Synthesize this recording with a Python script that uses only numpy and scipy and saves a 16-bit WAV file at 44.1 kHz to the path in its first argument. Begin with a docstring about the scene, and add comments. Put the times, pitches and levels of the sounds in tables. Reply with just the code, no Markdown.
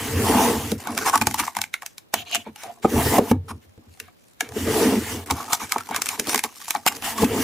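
"""A small wooden drawer of a chest scrapes open close to a two-port microphone in a quiet room; fingers
knock it, pick through plastic packets that rustle, crinkle and snap, then brush the drawer front.
It scrapes shut, the chest settles, and a few small sounds follow. A drawer slides again, the packets
are picked through once more, and a last stroke ends it. Shaped noise makes the scraping and rustling,
resonances give the wood its notes, and brief cracks with fading tones make the snaps."""
import sys
import numpy as np
from scipy import signal
from scipy.fft import rfft, irfft, next_fast_len
from scipy.io import wavfile
from scipy.ndimage import uniform_filter1d, map_coordinates

SR = 44100
rng = np.random.default_rng(int(sys.argv[2]) if len(sys.argv) > 2 else 0)


def wav_out(sig):
    """Save sig, one row per channel (or a flat mono array), as 16-bit PCM at SR to the path in sys.argv[1]."""
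    wavfile.write(sys.argv[1], SR, np.round(np.clip(np.atleast_2d(sig).T, -1, 1) * 32767).astype(np.int16))


N = 327663

# Fingers moving among the packets, one table a spell.
# Each row: time in seconds, rustle level in dB, hollow level in dB.
RUMMAGING = [
    [(0.78, -41.5, -50), (0.914, -43.5, -30), (1.048, -32.5, -28), (1.208, -47, -50), (1.458, -35.5, -46),
     (1.592, -68, -81), (1.91, -60.5, -79), (2.12, -74, -102)],
    [(2.15, -62, -71), (2.186, -68, -67), (2.306, -50, -48), (2.518, -66, -80), (2.66, -53, -53),
     (2.742, -57, -57), (2.84, -64, -55)],
    [(3.46, -64, -77), (3.588, -67, -81.5), (3.836, -69, -76.5), (3.96, -56.5, -79), (4.098, -67, -76),
     (4.29, -61.5, -84.5), (4.388, -64, -79.5), (4.45, -63, -73.5)],
    [(5.26, -40.5, -37), (5.868, -46.5, -49.5), (6.216, -42, -41.5), (6.292, -41.5, -40),
     (6.426, -57.5, -56), (6.702, -36, -61), (6.86, -54, -57), (6.97, -35.5, -35)],
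]
# Notes of the wooden chest: rows 0-1 the carcass, 2-3 the drawer bottom, 4-5 its walls, the rest the front.
# Each row: pitch in Hz, width in Hz, strength in dB.
WOOD_NOTES = [(91.4, 35, -6.5), (155, 18, -13), (221, 63, 3), (298.5, 182, -0.5), (444.8, 66, 4.5),
              (596, 64, -8), (668.7, 78, -16.5), (857, 180, -14), (1077, 470, -19.5), (1710, 73, -45.5)]
# Notes of the packets in the open drawer. Each row: pitch in Hz, width in Hz, strength in dB.
HOLLOW_NOTES = [(675, 20, 3), (850, 200, 5), (1123, 110, 5.5), (1265, 150, 2.5), (1460, 1300, -13)]
# Tone of the plastic film. Each row: frequency in Hz, gain in dB.
FILM_TONE = [(940, -13), (1600, 1), (2310, 0), (3610, -4), (3890, -2.5), (4440, -4), (5840, 0.5),
             (8280, -2.5), (10600, -3), (15300, -8.5)]


def amp(db):
    """Decibels to a plain factor."""
    return 10 ** (np.asarray(db) / 20)


def unit(x):
    """Scale to an rms of 1."""
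    return x / np.sqrt(np.mean(x ** 2) + 1e-20)


def noise():
    """White noise for mid and side."""
    return rng.standard_normal((2, N))


def along(points, hz):
    """Read a curve of (Hz, value) points on a log frequency axis."""
    f, v = np.transpose(points)
    return np.interp(np.log(hz + 1), np.log(f + 1), v)


def filtered(x, response):
    """Multiply the spectrum of x by a response that depends on frequency."""
    m = next_fast_len(N + SR // 2)
    return irfft(rfft(x, m) * response(np.fft.rfftfreq(m, 1 / SR)), m)[..., :N]


def modes(table):
    """Response of a set of resonances, which ring only after they are driven."""
    def response(f):
        total = 0
        for k, (centre, width, db) in enumerate(table):
            damping = 1j * f * width
            total = total + (-1) ** k * amp(db) * damping / (centre * centre - f * f + damping)
        return total
    return response


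def squared(table):
    """Resonances applied twice: a steady drive leaves the valleys between the notes dark."""
    return lambda f: modes(table)(f) ** 2


def colour(points):
    """Response that follows a curve of gains in dB."""
    return lambda f: amp(along(points, f))


def played(force, response):
    """Send a force through a response scaled so that white noise would keep its rms."""
    norm = np.sqrt(np.mean(np.abs(response(np.linspace(1, SR / 2, 4000))) ** 2))
    return filtered(force, response) / norm


def wobble(rate):
    """A smooth random curve through `rate` chance values a second."""
    return map_coordinates(rng.standard_normal(int(N * rate / SR) + 4), [np.arange(N) * rate / SR])


def grit(rate, depth_db, patchy_db):
    """Rough noise of rms 1: surfaces catch by chance, and narrow bands of pitch come and go."""
    catch = wobble(rate)
    z = signal.stft(noise(), nperseg=512)[2]
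    narrow, broad = rng.standard_normal((2, *z.shape))
    # smooth over pitch, then over time
    narrow = uniform_filter1d(uniform_filter1d(narrow, size=2, axis=1), size=12, axis=2)
    broad = uniform_filter1d(uniform_filter1d(broad, size=16, axis=1), size=8, axis=2)
    patches = amp(patchy_db * (unit(narrow) + 0.94 * unit(broad)))
    patchy = signal.istft(z * patches, nperseg=512)[1][:, :N]
    return unit(amp(depth_db * catch) * patchy)


def gains(tables):
    """One gain curve for each dB column, silent between the tables."""
    t = np.arange(N) / SR
    total = 0
    for s, *columns in map(np.transpose, tables):
        total = total + np.array([amp(np.interp(t, s, db, -200, -200)) for db in columns])
    return total


def room_tone():
    """The quiet air of the room is steady coloured noise, stronger in the side signal."""
    # Each row: frequency in Hz, gain in dB.
    air_tone = [(25, -14), (60, -1), (200, 0), (640, -5), (1800, -16), (4000, -18), (8000, -30),
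                (15300, -21.5)]
    mid, side = amp(-61.5) * played(noise(), colour(air_tone))
    return np.array([mid, amp(5.0) * side])


def walls(x):
    """Chest front and table answer with a short dry tail of fading noise, apart for mid and side."""
    t = np.arange(SR // 4) / SR
    tail = rng.standard_normal((2, len(t))) * amp(-60 * t / 0.16)  # falls 60 dB in 0.16 s
    return signal.fftconvolve(x, tail / np.linalg.norm(tail[0]), axes=1)[:, :N]


def brushing():
    """Skin brushes the drawer front and its handle: gritty noise excites their notes."""
    # Each row: start in seconds, end in seconds, level in dB, panel note level in dB over it.
    strokes = [(2.12, 2.249, -36, -5.5), (2.245, 2.343, -41.5, -16), (2.315, 2.375, -25.5, -8.5),
               (2.337, 2.441, -42, -8), (2.47, 2.522, -67, -2), (2.613, 2.746, -55, 18.5)]
    # Drawer front and handle. Each row: pitch in Hz, width in Hz, strength in dB.
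    front_notes = [(702, 36, 5.5), (1790, 95, -10), (2130, 210, -8), (2900, 570, 1.5), (4540, 490, -16),
                   (6000, 260, -13), (7160, 350, -9)]
    skin = np.zeros((2, N))
    for start, end, db, note_db in strokes:
        stroke = signal.windows.tukey(round((end - start) * SR), .6)
        skin[:, round(start * SR):][:, :len(stroke)] += amp([[db + note_db], [db]]) * stroke
    panel = played(skin[0] * grit(39.94, depth_db=-0.5, patchy_db=3), modes(front_notes[:1]))
    return panel + played(skin[1] * grit(100, depth_db=-1.0, patchy_db=3.5), modes(front_notes[1:]))


def jolts():
    """The drawer catches or a hand jolts the chest: shaking swells quickly, dies away and rings clearly."""
    # Each row: time in seconds, drawer bottom level in dB, carcass level in dB over it,
    # walls level in dB over it, length of the dying away in seconds.
    jolt_rows = [(0.212, -17.5, -12, -3.5, 0.06), (0.295, -17, -6, 2.5, 0.038),
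                 (0.394, -13, -6.5, -4, 0.016), (0.473, -24, -17, 11, 0.051),
                 (0.556, -22.5, -0.5, -28, 0.033), (0.652, -34, -1.5, -18, 0.025),
                 (0.723, -19, -11.5, -11, 0.016), (0.749, -35.5, 2.5, -8, 0.014),
                 (0.887, -25.5, -42, -24, 0.022), (1.035, -43, -22, 9, 0.02), (1.149, -28, -7, -3, 0.02),
                 (1.211, -19.5, -4, -18, 0.02), (1.283, -32.5, -2, -27, 0.059),
                 (1.402, -21, -12, -34, 0.011), (1.569, -35.5, -5, -23, 0.032),
                 (2.158, -33.5, 0, -2, 0.025), (2.371, -34, -12, -11, 0.012), (2.471, -30, -8, -2, 0.014),
                 (2.502, -54, 3, -18, 0.016), (2.653, -55, 3, 11, 0.021), (2.854, -22.5, -10, 5, 0.023),
                 (2.939, -15.5, -4, -4, 0.06), (2.976, -19, 0, 1, 0.017), (3.067, -22, 10, 5, 0.013),
                 (3.119, -19, -5, 0, 0.025), (3.182, -21.5, -25, 8, 0.04), (3.312, -7, -12, -33, 0.016),
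                 (3.344, -30.5, 1, -17.5, 0.0071), (3.506, -29.5, 0.5, -9, 0.029),
                 (3.532, -60, 15, -20, 0.02), (3.648, -56.5, 13, 1.5, 0.02), (3.782, -42, -5.5, -22, 0.02),
                 (3.866, -45, 8, -20, 0.02), (4.008, -47, 4.5, 1.5, 0.02), (4.424, -35.5, -16, 3.5, 0.018),
                 (4.563, -18, -7, -1, 0.02), (4.613, -23, 1, -19, 0.028), (4.678, -21, 2, 8, 0.037),
                 (4.761, -28, -18, 14, 0.025), (4.814, -17, -28, 6, 0.03), (4.857, -10.5, -22, -6, 0.033),
                 (4.925, -12, -34, -1, 0.026), (4.964, -13.5, -26, -15, 0.015), (5.163, -37, 2, 6, 0.039),
                 (5.312, -19, -1, -26, 0.015), (5.62, -28, -4, -13, 0.0085), (5.763, -36.5, -5, 10, 0.015),
                 (5.904, -28, -13, 0.5, 0.014), (5.982, -43.5, -8, 15.5, 0.01), (6.2, -40, -35, 9, 0.026),
                 (6.279, -27, -37, 4, 0.018), (6.343, -29, -28, 5.5, 0.02), (6.445, -27, -25, -4, 0.0085),
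                 (6.757, -32, -13, -8, 0.014), (6.875, -33, -20, -12, 0.028), (7.206, -17, -11, -11, 0.06),
                 (7.223, -10, -19, -0.5, 0.013), (7.288, -24.5, 7, -12, 0.014),
                 (7.386, -16.5, -22, -10, 0.025), (7.429, -27, -24, -13, 0.02)]
    # Delays in seconds of the carcass, the drawer bottom and the walls.
    lag_s = .02, 0.0045, .001
    rise = 0.34  # rise time as a share of the length
    crest_db = 5.5  # taken off each level to get the strength of the shaking
    ring_db, ring_spread = 0, .04  # ring over shaking in dB; pitch scatter from jolt to jolt as a share
    t, force, ring = np.arange(N) / SR, np.zeros((3, N)), np.zeros(N)
    pitch_hz = np.array([WOOD_NOTES[0][0], WOOD_NOTES[2][0], WOOD_NOTES[4][0]])
    chances = rng.standard_normal((len(jolt_rows), 6, 1))
    for (s, db, carcass_db, walls_db, length), u in zip(jolt_rows, chances):
        near = slice(max(round((s - .2) * SR), 0), round((s + .4) * SR))
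        late = (t[near] - s - np.array(lag_s)[:, None]) / max(length, .004)
        level = amp(db - crest_db + np.array([[carcass_db], [0], [walls_db]]))
        swell = level * np.exp(-np.where(late < 0, -late / rise, late))
        force[:, near] += swell
        hz = pitch_hz[:, None] * (1 + ring_spread * u[:3])
        ring[near] += np.sum(swell * np.sin(2 * np.pi * (hz * (t[near] - s) + u[3:])), axis=0)
    return force, amp(ring_db) * np.array([ring, np.roll(ring, 90)])  # the side comes about 2 ms later


def shaking(card):
    """Jolts and the rummaging hand shake carcass, drawer bottom and walls, which resonate."""
    # How hard the hand shakes carcass, drawer bottom and walls, in dB over the hollow level.
    hand_db = -15, -8, -7
    force, ring = jolts()
    carcass, bottom, sides = force + amp(hand_db)[:, None] * card
    return (ring + played(carcass * noise(), squared(WOOD_NOTES[:2]))
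            + played(bottom * noise(), squared(WOOD_NOTES[2:4]))
            + played(sides * noise(), modes(WOOD_NOTES[3:6])))


def rubbing():
    """Fingers nudge the chest, stir the packets, make the film rustle and brush the drawer front."""
    rustle, card = gains(RUMMAGING)
    stirred = played(card * grit(120, depth_db=5.5, patchy_db=6.5), modes(HOLLOW_NOTES))
    rustling = played(rustle * grit(250, depth_db=3.5, patchy_db=2.5), colour(FILM_TONE))
    return shaking(card) + stirred + rustling + brushing()


def crinkles():
    """Stirred film gives small snaps at chance moments, whose strength follows the rustle."""
    tries_per_s, quietest_rustle_db = 30, -58  # film stirred more gently than this does not snap
    over_rustle_db, spread_db = 7.5, 5.5
    u = rng.random((round(tries_per_s * N / SR), 7))
    s = .03 + u[:, 0] * (N / SR - .03)
    rustle_db = 20 * np.log10(gains(RUMMAGING)[0][(s * SR).astype(int)])
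    db = rustle_db + over_rustle_db + spread_db * (2 * u[:, 1] - 1)
    tick_db, tick_hz = -12 * u[:, 2], 1500 + 1200 * u[:, 6]
    hollow_db, hollow_hz = -16 * u[:, 3], 750 + 500 * u[:, 4]
    length = 0.00045 + 0.0016 * u[:, 5]
    rows = np.transpose([s, db, tick_db, tick_hz, hollow_db, hollow_hz, length, 0 * s])
    return rows[rustle_db > quietest_rustle_db]


def snaps():
    """Film cracks sharply and dies away, with a tick and a hollow note at their own pitches."""
    # Film and fingernails; the loop trims the levels. Each row: time in seconds, crack level in dB,
    # tick level in dB over it, tick pitch in Hz, hollow level in dB over the crack,
    # hollow pitch in Hz, length in seconds, lean in dB (positive is to the left).
    snap_rows = [(0.7177, -13, -11, 3200, -13, 830, 0.0011, -2),
                 (0.872, -18.5, 2.5, 1520, -6.5, 800, 0.001, 0.0),
                 (0.977, -10.5, -7, 1580, -16, 1300, 0.0016, -1.5),
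                 (0.987, -17, 0, 1850, -7, 1090, 0.0013, -3),
                 (1.097, -11.5, -25, 1500, 1.5, 1063, 0.001, 0.5),
                 (1.156, -9, -15, 2430, -1, 887, 0.0017, 3), (1.176, -15, -8, 1560, -13, 1040, 0.0023, 0.0),
                 (1.213, -15.5, 5, 2440, -1, 875, 0.002, 3),
                 (1.2207, -10.5, -6, 2480, -5.5, 850, 0.0012, 2),
                 (1.27, -4, -13, 1740, -10.5, 824, 0.0013, -0.5),
                 (1.3109, -19.5, 0.5, 2100, -11, 794, 0.0012, 3),
                 (1.3428, -11, -24, 1830, -5, 885, 0.0012, 5),
                 (1.3917, -13.5, -11, 1840, -3, 863, 0.00091, 0.5),
                 (1.3972, -13, -16, 2130, -10, 990, 0.0028, 0.0),
                 (1.4258, -29, -4, 1910, 3, 890, 0.0014, 1.0),
                 (1.4354, -27.5, 7, 1510, 12, 1030, 0.00073, -3),
                 (1.479, -31, 11, 2130, 14, 1060, 0.00095, 2),
                 (1.5509, -25.5, 1, 2080, -4, 859, 0.001, -0.5),
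                 (1.5678, -10, -4, 2070, -1.5, 890, 0.00077, 0.5),
                 (1.5876, -22, 3, 1570, 2, 820, 0.0011, -5), (1.6157, -9, -12, 2230, -17, 844, 0.0014, 0.5),
                 (1.6394, -20, 6.5, 2170, -12, 856, 0.00088, -1.0),
                 (1.7403, -14, 7, 2130, -5.5, 1350, 0.00078, -0.5),
                 (1.8213, -26.5, 2, 1840, -5, 1080, 0.0012, 0.5), (1.8304, -35, 2, 1570, 4, 820, 0.0011, 1),
                 (1.8623, -16.5, -15, 2570, -28, 805, 0.0012, 0.5),
                 (1.981, -24, -27, 3200, -22, 1090, 0.0015, 1.5),
                 (2.14, -6.5, -14, 2940, -9.5, 683, 0.0018, 0),
                 (2.3134, -21, -9, 2240, -13, 686, 0.00075, -1),
                 (2.3475, -8, -22, 2880, -15.5, 850, 0.0011, 1.0),
                 (2.355, -10, -5, 2780, -29, 700, 0.00099, 7),
                 (2.5594, -31, -4, 2860, -5.5, 830, 0.0018, -0.5),
                 (2.634, -27.5, -17, 2400, -5, 690, 0.0027, -1.0),
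                 (3.184, -18, -1, 1800, -4, 930, 0.0021, -1.0), (3.3132, -21, 4, 1680, 6, 867, 0.0013, -4),
                 (3.9998, -22.5, -4, 2750, -24, 1200, 0.0021, 1.0),
                 (4.0805, -51.5, -9, 1880, 7, 720, 0.0023, -4),
                 (4.407, -11.5, 0, 1680, -12, 724, 0.0021, 0.5),
                 (4.4895, -31.5, -5, 1740, -14, 716, 0.0018, 0.5),
                 (4.5201, -35, 1, 1710, 0, 692, 0.0014, -1.0), (5.301, -21, 6, 2100, 4, 980, 0.0007, 0.5),
                 (5.3067, -17.5, -17, 1400, 6, 910, 0.00079, -1.0),
                 (5.3095, -10, -18, 3090, -7, 870, 0.0018, -0.5),
                 (5.4794, -33, -16, 1630, 9, 895, 0.0011, 0.5), (5.5312, -7, -9, 1524, -17, 930, 0.002, 3),
                 (5.7212, -4.5, -13, 2230, -11, 1290, 0.001, 0.5),
                 (5.76, -33.5, 7, 2290, 15.5, 910, 0.00081, 0.0),
                 (5.7825, -19, -3, 1600, -7, 1350, 0.0014, 2),
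                 (5.8064, -29.5, -14, 1400, 4.5, 1340, 0.0018, 1.0),
                 (5.889, -29, -18, 2310, 6, 890, 0.0015, 1.5),
                 (5.9105, -24, -25, 1420, 3, 885, 0.0012, 0.5),
                 (5.946, -14, 2, 1530, -4.5, 740, 0.00047, 0.5),
                 (5.9626, -4, -31, 1600, -23, 855, 0.00059, -1),
                 (6.0194, -6.5, -16, 1610, -24.5, 810, 0.0013, 2),
                 (6.0586, -14, -25, 2300, -30, 1250, 0.0012, 3),
                 (6.0676, -11.5, -5, 2360, -7, 1330, 0.00047, 0.5),
                 (6.089, -6, -6.5, 2350, -23, 1060, 0.00084, 0.0),
                 (6.1964, -10.5, -15, 2390, -35, 1020, 0.0023, 0.0),
                 (6.271, -14, -26, 1680, -9.5, 824, 0.00095, 1),
                 (6.2944, -10, -24, 2340, -20, 1260, 0.0011, 0.5),
                 (6.331, -14.5, -2, 2030, -11, 870, 0.00095, 3),
                 (6.345, -8, -10, 2340, -13, 807, 0.002, -3),
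                 (6.358, -10, -8, 2180, -23, 1110, 0.0017, -2.0),
                 (6.3777, -12, -11, 2090, -13, 826, 0.0014, 0.0),
                 (6.3919, -10.5, -3, 2300, -17, 990, 0.0012, -1),
                 (6.438, -9.5, -22, 2330, -12.5, 860, 0.0015, -0.5),
                 (6.445, -21, 2, 2290, -15, 820, 0.0013, -8),
                 (6.6808, -26, -13, 2770, -5, 1130, 0.0018, -1.0),
                 (6.7064, -8, -12, 2400, -19, 1280, 0.0016, -1),
                 (6.7496, -18.5, -2, 1880, 10, 793, 0.0011, -2.5),
                 (6.8638, -6, -9, 1600, -5, 775, 0.0016, 1), (7.023, -22.5, -4, 2660, -3, 805, 0.0012, 0.0),
                 (7.1792, -23, -9, 2460, -3, 1095, 0.0042, 0.0),
                 (7.2436, -20, -7, 2600, -21, 689, 0.0041, -0.5)]
    attack_s = .0005
    press, notes, lean = np.zeros((3, N + SR)), np.zeros((2, N + SR)), np.zeros(N + SR)
    lead = SR // 50  # samples ahead of the crack
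    t = np.arange(-lead, SR // 20) / SR
    for s, db, nail_db, nail_hz, hollow_db, hollow_hz, length, pan_db in [*snap_rows, *crinkles()]:
        i, u = round(s * SR) - lead, np.maximum(t, 0) / max(length, .0004)
        near = slice(i, i + len(t))
        crack = (t >= 0) * (1 - np.exp(-t.clip(0) / attack_s)) * np.exp(-u / 1.005)
        # a weak skirt of noise around the crack: a short rise, a slower fading
        shape = crack + amp(-20.5) * np.exp(-np.abs(t) / np.where(t < 0, .004, .009))
        press[:, near] += amp([[db + 0.5], [db + nail_db - 3.5], [db + hollow_db + 3.5]]) * shape
        lean[near] += amp(db - 1) * shape * np.tanh(pan_db * np.log(10) / 40)
        tick_phase, hollow_phase = rng.uniform(0, 2 * np.pi, (2, 2, 1))
        tick = np.sin(2 * np.pi * nail_hz * t + tick_phase)
        notes[:, near] += amp(db + nail_db - 5.0) * u * np.exp(1 - u) * tick
        hollow = np.sin(2 * np.pi * hollow_hz * t + hollow_phase)
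        notes[:, near] += amp(db + hollow_db - 3.5) * u / 2 * np.exp(1 - u / 2) * hollow
    return press[:, :N], notes[:, :N], lean[:N]


def crushes():
    """Film crushed or brushed by a finger presses for a while, swelling and fading smoothly."""
    # Each row: start in seconds, end in seconds, crackle level in dB, nail level in dB, hollow level in dB.
    crush_rows = [(0.825, 0.944, -55.5, -47, -35), (1.043, 1.114, -23, -51, -19),
                  (1.121, 1.162, -28.5, -48, -14.5), (1.37, 1.426, -28.5, -35.5, -28),
                  (2.15, 2.238, -42, -71, -66), (2.436, 2.508, -68.5, -49.5, -48),
                  (2.55, 2.694, -46, -47, -55), (2.817, 2.872, -40, -38, -38),
                  (3.475, 3.527, -39, -46.5, -34.5), (3.603, 3.667, -59.5, -80.5, -76),
                  (4.006, 4.12, -65, -54.5, -67.5), (4.41, 4.49, -52.5, -46.5, -51),
                  (5.28, 5.309, -62, -53, -36), (5.338, 5.455, -42.5, -50, -30),
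                  (5.488, 5.539, -34.5, -43, -36), (5.516, 5.562, -24, -49.5, -28),
                  (5.588, 5.663, -35, -38.5, -34), (5.664, 5.794, -46.5, -45, -47),
                  (5.77, 5.807, -56, -51, -50), (5.888, 6.016, -51, -38.5, -37),
                  (6.082, 6.175, -35.5, -39.5, -39), (6.26, 6.358, -26.5, -47, -38),
                  (6.435, 6.47, -34, -56, -38), (6.756, 6.764, -63, -29, -21), (6.869, 6.89, -14, -22, -30)]
    press = np.zeros((3, N + SR))
    for start, end, *dbs in crush_rows:
        i, shape = round(start * SR), signal.windows.tukey(round((end - start) * SR), .7)
        press[:, i:i + len(shape)] += amp(dbs)[:, None] * shape
    return press[:, :N]


def packets():
    """Snaps and crushes drive the film, the card under a fingernail and the hollow of the drawer."""
    # Stiff card under a fingernail. Each row: pitch in Hz, width in Hz, strength in dB.
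    nail_notes = [(1560, 200, -2), (2280, 130, 3.5), (3500, 870, -8.5), (4370, 900, -15.5)]
    (snap, snap_nail, snap_hollow), notes, lean = snaps()
    crackle, crush_nail, crush_hollow = crushes()
    force = np.sign(noise())  # random signs of equal strength
    nail, hollow = snap_nail + crush_nail, snap_hollow + crush_hollow
    film = (played(snap * force, colour(FILM_TONE))
            + played(crackle * grit(370, depth_db=0.0, patchy_db=-3.5), colour(FILM_TONE))
            + played(nail * grit(300, depth_db=0.5, patchy_db=1.5), modes(nail_notes))
            + played(hollow * grit(200, depth_db=2.5, patchy_db=3.0), modes(HOLLOW_NOTES)) + notes)
    return film, played(lean * force[0], colour(FILM_TONE))


def knocks():
    """A blow on the wood sounds hard and even for a moment, then drops abruptly to a weak ring."""
    # Levels are trimmed in the loop. Each row: time in seconds, blow level in dB,
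    # hardness in dB, thump in dB, contact time in seconds.
    blows = [(0.717, -15.5, -25, -29, 0.015), (0.873, -32, -11, -28, 0.0065), (1.214, -29.5, 13.5, 6, 0.01),
             (1.273, -19.5, -6, -3.5, 0.006), (2.137, -26.5, 17, -26, 0.0066), (2.351, -38, -9, -41, 0.016),
             (2.463, -42, 15, -26, 0.018), (2.845, -7.5, 4.5, -23, 0.013), (2.957, -26, 8, 10, 0.011),
             (2.98, -29.5, 13, 16.5, 0.015), (3.059, -25, 7, 11, 0.016), (3.181, -9, 7, -15, 0.012),
             (3.19, -6.5, -17, -28, 0.0083), (3.314, -5.5, -5, -11, 0.0081), (3.504, -42, -1, 7, 0.028),
             (3.778, -42.5, -16, 4.5, 0.0089), (5.318, -28, -17, 5, 0.0096), (5.758, -38, 3, -22, 0.015),
             (5.91, -36, 18.5, -25, 0.0092), (6.192, -26, -4, -41, 0.014), (6.274, -29, -3, -54, 0.017),
             (7.229, -8.5, -1, -32, 0.013)]
    shake, heavy = np.zeros(N + SR), np.zeros(N)

    def wave(part, t):
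        """Sum the notes of a part, each a little off pitch by chance."""
        return sum(amp(db) * np.sin(2 * np.pi * hz * t * rng.normal(1, 0.084)) for hz, _, db in part)

    for s, db, hard_db, thump_db, contact in blows:
        i, t = round(s * SR), np.arange(round(contact * SR)) / SR
        touch = amp(db - 7.0) * signal.windows.tukey(len(t), .4)
        panels = wave(WOOD_NOTES[2:6], t) + amp(hard_db + 13.0) * wave(WOOD_NOTES[6:], t)
        shake[i:][:len(t)] += touch * panels
        heavy[i] = amp(db + thump_db + 54)  # a one-sample push on the carcass
    weak_ring = amp(-24.5) * filtered(shake[:N], modes(WOOD_NOTES[2:]))
    mid = shake[:N] + weak_ring + filtered(heavy, modes(WOOD_NOTES[:2]))
    return np.array([mid, np.roll(mid, 90)])  # the side comes about 2 ms later


def sliding():
    """Wood sticks and slips, driving each part of the drawer, and the dry surfaces hiss."""
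    # One table a stroke; the third is the chest settling after the drawer shuts. Each row: time in seconds,
    # dry hiss level in dB, carcass level in dB, drawer level in dB, front panel level in dB.
    strokes = [
        [(0, -31, -38, -39, -33), (.162, -30.5, -28, -29.5, -39), (.28, -23.5, -35, -30, -24),
         (.358, -25, -35, -25, -22.5), (.42, -21, -38, -21, -22.5), (.602, -33, -33, -38, -35),
         (.715, -34, -37, -33.5, -41.5), (.76, -49, -37, -48, -66), (.8, -60, -58, -60, -46)],
        [(2.87, -46.5, -40, -37, -54), (2.902, -35.5, -47, -34, -42.5), (3.014, -26, -36, -31, -23),
         (3.082, -25.5, -30, -30.5, -29), (3.164, -25, -40, -28, -29), (3.19, -27.5, -38, -30, -35),
         (3.2, -46, -38, -27, -43), (3.27, -39.5, -36, -39.5, -43), (3.318, -29, -36, -40, -50),
         (3.328, -56, -40, -42, -60)],
        [(3.33, -72, -33, -43.5, -64), (3.394, -78, -40, -49, -68), (3.48, -62, -46, -51, -81)],
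        [(4.45, -60, -56, -48, -70), (4.52, -50.5, -40, -47, -53), (4.575, -32.5, -45, -38, -46),
         (4.66, -32, -45, -34.5, -44), (4.742, -25, -50, -34, -32), (4.82, -23.5, -48, -34.5, -30),
         (4.908, -28, -47, -40, -33), (5.01, -35, -42, -32.5, -38), (5.122, -30, -34, -31.5, -45),
         (5.24, -45, -61, -51, -53), (5.27, -74, -57, -53, -65)],
        [(6.96, -39, -53, -44, -46), (7.01, -46, -58, -52, -53), (7.048, -26, -61, -45, -34.5),
         (7.11, -28, -60, -46.5, -30.5), (7.154, -38.5, -59.5, -37, -30), (7.224, -23.5, -41, -33, -31.5),
         (7.27, -36.5, -46, -34, -38), (7.344, -31.5, -47, -30, -35), (7.43, -25.5, -43, -32, -36)],
    ]
    # Tone of the dry hiss. Each row: frequency in Hz, gain in dB.
    hiss_tone = [(710, -14.5), (1200, -3), (1440, -7), (1900, -2), (2480, -8), (2840, -5.5), (3910, -12),
                 (5740, -9), (8980, -10.5), (15300, -15)]
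    # Brightness of each stroke: top treble of the scraping, in dB over its hiss.
    sheen_db = -11, -3.5, -12, -11.5, -9
    # Tone of that treble. Each row: frequency in Hz, gain in dB.
    sheen_tone = [(6000, -21.5), (10000, -1), (15300, -1.5)]
    wander_db, wander_per_s = 5, 14  # each part is gripped harder and softer by chance
    hiss, carcass, drawer, front = gains(strokes)
    drives = carcass, drawer, drawer * amp(-4.5), front  # carcass, drawer bottom, drawer walls, front
    parts = WOOD_NOTES[:2], WOOD_NOTES[2:4], WOOD_NOTES[4:6], WOOD_NOTES[6:]
    body = np.zeros((2, N))
    for drive, part in zip(drives, parts):
        grip = amp(wander_db * wobble(wander_per_s))
        body += played(drive * grip * noise(), squared(part))
    sheen = sum(amp(db) * gains([stroke])[0] for db, stroke in zip(sheen_db, strokes))
    body += played(sheen * noise(), colour(sheen_tone))
    return body + played(hiss * grit(270, depth_db=0.53, patchy_db=2.0), colour(hiss_tone))


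def scene():
    """Mid and side make the two ports; the side of the near sources is shaped by pitch, the air's is not."""
    # Width of the near sources. Each row: frequency in Hz, side gain in dB.
    side_tone = [(40, -24), (90, -29), (200, -31), (330, -21), (500, -15), (770, -10), (1250, -14),
                 (1850, -15), (2600, -3), (3500, -3), (4100, -8), (4900, -3), (5700, -8), (7500, -4),
                 (10000, -8), (15000, -6)]
    film, lean = packets()
    hits = film + knocks()
    mid, side = sliding() + rubbing() + hits + amp(-13.0) * walls(hits)
    air_mid, air_side = room_tone()
    mid = mid + air_mid
    side = filtered(side, colour(side_tone)) + lean + air_side
    return np.array([mid + side, mid - side])


def record(dry):
    """Peaks are rounded off, the microphone fades in deep bass and top treble, and a band limit cuts."""
    # Microphone. Each row: frequency in Hz, gain in dB.
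    mic_tone = [(25, -3.5), (55, -1.5), (15300, -1), (15700, -16), (16600, -37.5)]
    top_hz = 16650  # nothing is kept from here up
    soft = dry / (1 + np.abs(dry / .97) ** 4) ** (1 / 4)
    return filtered(soft, lambda hz: amp(along(mic_tone, hz)) * (hz < top_hz))


dry = scene()
out = record(dry)
wav_out(out)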